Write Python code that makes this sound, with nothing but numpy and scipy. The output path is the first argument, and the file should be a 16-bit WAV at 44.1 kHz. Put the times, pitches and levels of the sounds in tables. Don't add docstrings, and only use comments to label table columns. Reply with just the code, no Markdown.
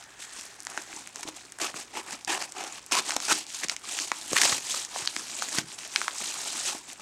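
import sys
import numpy as np
from scipy import signal
from scipy.fft import rfft, irfft, next_fast_len
from scipy.io import wavfile

SR = 44100
rng = np.random.default_rng(int(sys.argv[2]) if len(sys.argv) > 2 else 0)


def file_out(sig):
    cols = np.atleast_2d(sig).T
    lim = np.clip(cols, -1, 1)
    pcm = np.round(lim * 32767).astype(np.int16)
    wavfile.write(sys.argv[1], SR, pcm)


N = 309141
TIME = np.arange(N) / SR


def from_db(db):
    return 10 ** (np.asarray(db) / 20)


def unit_power(x):
    return x / np.sqrt(np.mean(x ** 2) + 1e-20)


def at_hz(points, hz):
    known_hz, values = np.transpose(points)
    return np.interp(np.log(np.maximum(hz, 1)), np.log(known_hz), values)


def colour(x, tone):
    size = next_fast_len(N)
    hz = np.maximum(np.fft.rfftfreq(size, 1 / SR), 1)
    edge_fade = np.minimum(hz / tone[0][0], 1) ** 2 * np.minimum(tone[-1][0] / hz, 1) ** 4
    spectrum = rfft(x, size) * from_db(at_hz(tone, hz)) * edge_fade
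    return unit_power(irfft(spectrum, size)[:N])


def drift(per_s):
    targets = rng.standard_normal(N // 8)
    return unit_power(np.interp(TIME * per_s, np.arange(len(targets)), targets))


def band(x, hz, width):
    width = max(width, 1.05)
    edges = [min(hz / width, .4 * SR), min(hz * width, .45 * SR)]
    return signal.sosfilt(signal.butter(2, edges, "band", fs=SR, output="sos"), x + 1e-18)


def ping(hz, width, size=4096):
    wave = band(signal.unit_impulse(size), hz, width)
    return wave / np.abs(wave).max()


def add(out, time_s, sound):
    start = max(round(time_s * SR), 0)
    out[start:start + len(sound)] += sound[:max(N - start, 0)]


def grains(per_s, spread_db, low_hz, high_hz, width, wander_db, patches=20):
    moments = np.flatnonzero(rng.random(N) < per_s / SR)
    sizes = from_db(spread_db * np.minimum(rng.exponential(1, N), 3.5)) * rng.choice([-1, 1], N)
    patch_of, out = rng.integers(0, patches, N), np.zeros(N)
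    for patch, hz in enumerate(np.geomspace(low_hz, high_hz, patches)):
        clicks, hits = np.zeros(N), moments[patch_of[moments] == patch]
        bends = rng.standard_normal(N // 2000 + 2)
        bend_db = wander_db * np.interp(hits, np.linspace(0, N, len(bends)), bends)
        clicks[hits] = sizes[hits] * from_db(bend_db)
        out += band(clicks, hz, width)
    return out


def friction(tone, slip, per_s, spread_db, smooth_db):
    catches = grains(per_s, spread_db, tone[1][0], tone[-2][0], width=1.13, wander_db=3.0)
    smooth_rub = from_db(smooth_db) * rng.standard_normal(N)
    return colour((unit_power(catches) + smooth_rub) * slip, tone)


# (frequency [Hz], relative level [dB])
AIR_TONE = [(25, -10), (45, -6), (58, 5), (80, -2.5), (150, -4), (300, 2.5), (600, -12), (1500, -3.5),
            (4000, -11.5), (8000, -38), (15000, -24)]
def background(air_db=-61.5, hum_hz=120.4, hum_db=-73.5):
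    hum = from_db(hum_db) * np.sqrt(2) * np.sin(2 * np.pi * hum_hz * TIME)
    return hum + from_db(air_db) * colour(rng.standard_normal(N), AIR_TONE)


# (time [s], level [dB])
DRAG_LEVELS = [(0, -59.5), (.2, -58.5), (.38, -54), (.6, -61), (.76, -51), (.95, -59), (1.12, -75)]
def drag(panel_hz=1700, width=1.18):
    times, level_db = np.transpose(DRAG_LEVELS)
    scrape = unit_power(band(rng.standard_normal(N), panel_hz, width))
    return from_db(np.interp(TIME, times, level_db)) * scrape


# (fastest moment [s], rise [s], fall [s], relative sheet level [dB], relative fibre level [dB])
PAPER_MOVES = [(0.22, 0.039, 0.054, -60, -42.5), (0.36, 0.096, 0.18, -53, -42),
               (0.72, 0.036, 0.19, -45.5, -44.5), (0.94, 0.095, .15, -49.5, -45),
               (1.17, 0.033, 0.093, -47, -45), (1.285, 0.026, 0.024, -40, -39.5),
               (1.38, 0.053, 0.059, -51, -44), (1.68, 0.024, 0.045, -38, -36.5),
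               (1.785, 0.05, 0.06, -43, -37.5), (2.135, 0.089, 0.039, -40, -39.5),
               (2.42, 0.049, 0.049, -40.5, -36.5), (2.763, 0.068, 0.038, -45, -40.5),
               (3.0, 0.018, 0.052, -44, -43), (3.08, 0.044, 0.12, -39.5, -34),
               (3.331, 0.15, .12, -40.5, -29.5), (3.53, 0.073, .16, -54, -37),
               (3.64, 0.032, 0.015, -37, -33), (3.705, 0.021, 0.051, -41.5, -36),
               (3.985, .17, 0.14, -45, -33), (4.18, 0.14, 0.35, -54, -40), (4.454, 0.18, .17, -33.5, -24.5),
               (4.724, 0.12, 0.16, -44, -30), (4.99, 0.12, 0.16, -45.5, -36),
               (5.15, 0.1, 0.24, -48.5, -37.5), (5.42, 0.22, 0.27, -45.5, -36),
               (5.585, 0.085, 0.034, -35.5, -29), (5.731, 0.081, .025, -48.5, -39.5),
               (5.825, 0.067, 0.068, -44, -38.5), (6.021, 0.16, 0.14, -43.5, -35),
               (6.9, .025, 0.06, -47, -41), (7.01, 0.02, 0.055, -45, -47)]
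# (time [s], relative sheet level [dB], relative fibre level [dB])
BOOK_SLIDE = [(6.13, -45.5, -42.5), (6.196, -59, -36.5), (6.208, -39, -36), (6.262, -44, -33),
              (6.442, -48.5, -39.5), (6.478, -39, -32), (6.51, -49, -36), (6.562, -39.5, -33.5),
              (6.632, -47, -35), (6.686, -40.5, -28), (6.754, -42.5, -39), (6.83, -63, -50)]
def rubbing_gains(rest_sheet_db=-55, rest_fibre_db=-53, fade_s=0.043):
    sheet_power = from_db(rest_sheet_db) ** 2
    fibre_power = from_db(rest_fibre_db) ** 2
    for fastest, rise_s, fall_s, sheet_db, fibre_db in PAPER_MOVES:
        ramp = np.interp(TIME, [fastest - rise_s, fastest, fastest + fall_s], [0, 1, 0])
        speed = np.sin(np.pi / 2 * ramp) ** 2
        sheet_power += speed * from_db(sheet_db) ** 2
        fibre_power += speed * from_db(fibre_db) ** 2
    times, sheet_db, fibre_db = np.transpose(BOOK_SLIDE)
    sliding = np.interp(TIME, [times[0] - fade_s, times[0], times[-1], times[-1] + fade_s], [0, 1, 1, 0])
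    sheet_power += sliding * from_db(np.interp(TIME, times, sheet_db) + 0.5) ** 2
    fibre_power += sliding * from_db(np.interp(TIME, times, fibre_db) + 1) ** 2
    return np.sqrt(sheet_power), np.sqrt(fibre_power)


# (frequency [Hz], relative level [dB])
SHEET_TONE = [(90, -13), (150, -10.5), (240, -4), (320, 0.5), (500, -5.5), (800, 2.5), (1200, -0.5),
              (2000, -4.5), (2500, -1.5), (3300, -5.5)]
# (frequency [Hz], relative level [dB])
FIBRE_TONE = [(1700, -3), (2500, -3.5), (3500, -3), (5000, -1.5), (6500, 1), (8200, 0), (10000, -9.5),
              (12500, -19), (16000, -27)]
def handling(sheet_gain, fibre_gain, slip_db=1.86, grip_db=1.0):
    slip = from_db(slip_db * drift(per_s=170) + grip_db * drift(per_s=35))
    sheet = friction(SHEET_TONE, slip, per_s=2200, spread_db=3.5, smooth_db=1.0)
    fibre = friction(FIBRE_TONE, slip, per_s=3500, spread_db=3.0, smooth_db=-1.5)
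    return sheet_gain * sheet + fibre_gain * fibre


def crinkles(fibre_gain, gain_db=-26, usual_per_s=130, usual_rub_db=-40, growth=0.17):
    effort_db = 20 * np.log10(fibre_gain) - usual_rub_db
    per_s = usual_per_s * from_db(effort_db / 2)
    ticks = grains(per_s, spread_db=5.0, low_hz=1960, high_hz=7700, width=1.47, wander_db=0, patches=8)
    ticks = signal.sosfilt(signal.butter(4, 12000, fs=SR, output="sos"), ticks)
    return ticks * from_db(gain_db + growth * effort_db)


# (time [s], panel pitch [Hz], panel level [dB], crease level [dB])
CREASE_SNAPS = [(0.4111, 1920, -37, -20), (0.6037, 1500, -42, -20), (0.651, 1230, -52, -21.5),
                (0.669, 1360, -21.5, -16.5), (0.776, 1210, -15.5, -17.5), (0.9296, 1660, -25.5, -39),
                (1.074, 1980, -35, -22), (1.1587, 1270, -32.5, -18), (1.5219, 2200, -34, -22.5),
                (1.5873, 1230, -29, -23.5), (1.742, 1130, -27, -36), (2.248, 1770, -46, -16.5),
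                (2.424, 1690, -20.5, -16), (2.522, 2360, -33, -20), (2.639, 497, -31, -19.5),
                (3.0948, 1090, -21, -19), (3.1068, 1910, -14, -11), (3.1202, 1680, -20, -16),
                (3.2026, 1510, -26, -16), (3.6846, 2820, -22, -14.5), (3.6969, 2580, -8.5, -9),
                (3.7647, 2720, -19, -16), (3.989, 2120, -13.5, -13.5), (4.0003, 2400, -35, -14),
                (4.1174, 1350, -9, -14.5), (4.4627, 3100, -24, -10.5), (4.8497, 2770, -26, -16),
                (4.961, 945, -19.5, -32), (5.0593, 2270, -40, -16), (5.0748, 2170, -13, -5.5),
                (5.1645, 1750, -14.5, -13), (5.4227, 1080, -18.5, -14.5), (5.528, 2610, -26, -19),
                (5.9606, 2420, -2.5, -8), (6.0158, 1370, -14, -16), (6.081, 1410, -10.5, -16)]
def snaps(usual_hz=6540, usual_db=-19, octaves_per_db=0.0573, rebound_db=-9, rebound_s=0.000796,
          shiver_db=-12, shiver_s=0.016, size=4096):
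    out, fade = np.zeros(N), from_db(-60 * TIME[:size] / shiver_s)
    for time_s, panel_hz, panel_db, crease_db in CREASE_SNAPS:
        crease_hz = usual_hz * 2 ** (-octaves_per_db * (crease_db - usual_db))
        panel = from_db(panel_db) * ping(panel_hz, width=1.53)
        pop = panel + from_db(crease_db) * ping(crease_hz, width=1.29)
        shiver = rng.standard_normal(size) * fade
        add(out, time_s, pop)
        add(out, time_s + rebound_s * (.5 + rng.random()), -from_db(rebound_db) * pop)
        add(out, time_s, from_db(shiver_db) * signal.fftconvolve(pop, shiver / np.linalg.norm(shiver)))
    return signal.sosfilt(signal.butter(2, 12000, fs=SR, output="sos"), out)


# (pitch [Hz], relative level [dB], time to fade by 60 dB [s])
HOLLOW_RING = [(314, -9.5, 0.19), (359, -14, 0.081)]
# (time [s], thud level [dB], thud pitch [Hz], ring gain [dB])
SOFT_BUMPS = [(.778, -58, 250, -35), (0.938, -67, 250, -37), (1.253, -52, 300, -31),
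              (1.281, -44, 350, -30.5), (1.626, -63, 181, -32.5), (1.744, -44, 171, -38),
              (2.926, -57, 200, -34), (3.168, -39, 263, -37), (3.323, -35, 253, -25),
              (3.647, -36.5, 216, -44), (4.118, -38, 257, -44), (4.319, -31, 310, -27),
              (4.331, -32.5, 161, -46), (4.418, -49, 202, -31), (4.456, -45, 130, -44),
              (4.523, -37, 120, -33), (5.022, -45, 128, -47), (5.166, -39.5, 245, -35),
              (5.584, -27, 170, -31), (5.641, -44, 149, -45), (6.749, -34, 300, -40)]
def bumps(size=8192):
    out, t = np.zeros(N), TIME[:size]
    ring = sum(from_db(db - 60 * t / fade_s) * np.sin(2 * np.pi * hz * t)
               for hz, db, fade_s in HOLLOW_RING)
    for time_s, thud_db, thud_hz, ring_db in SOFT_BUMPS:
        thud = ping(thud_hz, width=1.44, size=size)
        add(out, time_s, from_db(thud_db) * thud + from_db(ring_db) * ring)
    return out


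# (frequency [Hz], relative level [dB])
CRUNCH_TONE = [(1700, -1.5), (2500, 1), (4000, -0.5), (6500, 4), (8200, -1), (10000, -6.5), (12500, -15.5),
               (16000, -33)]
# (time [s], length [s], panel pitch [Hz], panel level [dB], fibre level [dB])
FOLD_CRUNCHES = [(1.23, 0.0064, 1410, -40, -31), (1.6, 0.0025, 1500, -36, -32),
                 (2.9205, 0.0026, 1180, -25.5, -21.5), (2.951, 0.0055, 970, -30, -19),
                 (3.1645, 0.0033, 684, -22.5, -21.5), (3.322, 0.0077, 1540, -29, -19),
                 (3.634, 0.0021, 2150, -24, -28), (4.331, 0.0031, 570, -26, -25),
                 (4.365, 0.0049, 1780, -19, -18), (4.376, 0.011, 2220, -26, -22),
                 (4.415, 0.0052, 2110, -21, -24), (4.4295, 0.0013, 2050, -27, -30),
                 (4.4345, 0.0018, 2300, -24, -17), (4.452, 0.0067, 590, -34, -25),
                 (4.525, 0.0048, 1380, -27, -36), (4.742, 0.0056, 935, -33.5, -29),
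                 (5.575, 0.018, 1680, -35, -26), (5.787, 0.004, 2420, -43, -30.5)]
def crunches(rise_s=0.00078, fall_s=0.0011, jerk_db=5.5, size=2048):
    out, t = np.zeros(N), TIME[:size]
    buckles = colour(rng.standard_normal(N) * from_db(jerk_db * drift(per_s=900)), CRUNCH_TONE)
    for k, (time_s, length_s, panel_hz, panel_db, fibre_db) in enumerate(FOLD_CRUNCHES):
        burst = np.interp(t, np.cumsum([0, rise_s, length_s, fall_s]), [0, 1, 1, 0])
        panel = unit_power(band(rng.standard_normal(2 * size), panel_hz, width=1.48)[size:])
        fibre = buckles[k * size:(k + 1) * size]
        add(out, time_s - rise_s, burst * (from_db(panel_db) * panel + from_db(fibre_db) * fibre))
    return out


# (frequency [Hz], relative level [dB])
CUT_SHEET_TONE = [(90, -32), (170, -12.5), (260, -5), (335, 3.5), (500, -6.5), (790, 3.5), (1030, 1),
                  (1650, -3), (2100, -4.5), (2500, -8.5), (3300, -7)]
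# (frequency [Hz], relative level [dB])
CUT_FIBRE_TONE = [(1700, 1), (2500, 4), (3500, -1), (4300, -1.5), (6500, 1), (8200, -1.5), (10000, -9),
                  (12500, -17.5), (16000, -31)]
# (start [s], hardest bite [s], end [s], panel pitch [Hz], sheet level [dB], fibre level [dB])
SCISSOR_STROKES = [(1.599, 1.634, 1.672, 1200, -31, -27.5), (1.933, 1.981, 2.015, 844, -35, -36.5),
                   (2.275, 2.31, 2.38, 1720, -28.5, -27.5), (2.55, 2.59, 2.714, 785, -38.5, -39),
                   (2.912, 2.926, 3.005, 990, -30.5, -25.5), (2.965, 2.974, 3.005, 1060, -33.5, -29),
                   (3.086, 3.119, 3.09, 864, -32, -23), (3.282, 3.325, 3.326, 1440, -25, -22.5)]
def scissors(ends_db=-9, slip_db=2.0, release_s=0.0011, ring_db=-7):
    slip, out = from_db(slip_db * drift(per_s=260)), np.zeros(N)
    sheet = friction(CUT_SHEET_TONE, slip, per_s=3000, spread_db=2.0, smooth_db=0.5)
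    fibre = friction(CUT_FIBRE_TONE, slip, per_s=4000, spread_db=2.5, smooth_db=-0.5)
    for start, bite, end, panel_hz, sheet_db, fibre_db in SCISSOR_STROKES:
        closing = np.interp(TIME, [start - release_s / 2, start, end, end + release_s], [0, 1, 1, 0])
        force = closing * from_db(np.interp(TIME, [start, bite, end], [ends_db, 0, ends_db]))
        ring = from_db(ring_db) * unit_power(band(sheet, panel_hz, width=1.106))
        out += force * (from_db(sheet_db) * unit_power(sheet + ring) + from_db(fibre_db) * fibre)
    return out


# (frequency [Hz], time to fade by 60 dB [s])
ECHO_FADES = [(200, 0.45), (1000, 0.15), (4000, 0.2), (12000, 0.026)]
def room_echo(x, delay_s=0.0051):
    t, tail = TIME[:SR // 2], 0
    for hz in 180 * 2. ** np.arange(7):
        octave = band(rng.standard_normal(len(t)), hz, width=np.sqrt(2))
        tail = tail + octave * from_db(-60 * t / at_hz(ECHO_FADES, hz))
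    tail = tail * (t > delay_s)
    return signal.fftconvolve(x, tail / np.linalg.norm(tail))[:N]


def scene(handling_db=-1.0, echo_db=-19):
    sheet_gain, fibre_gain = rubbing_gains()
    rustle = from_db(handling_db) * handling(sheet_gain, fibre_gain)
    near = rustle + drag() + crinkles(fibre_gain) + scissors() + crunches() + snaps() + bumps()
    return (near + from_db(echo_db) * room_echo(near) + background())[None]


def record(dry):
    return signal.sosfilt(signal.ellip(10, .1, 80, 15900, fs=SR, output="sos"), dry)


dry = scene()
out = record(dry)
file_out(out)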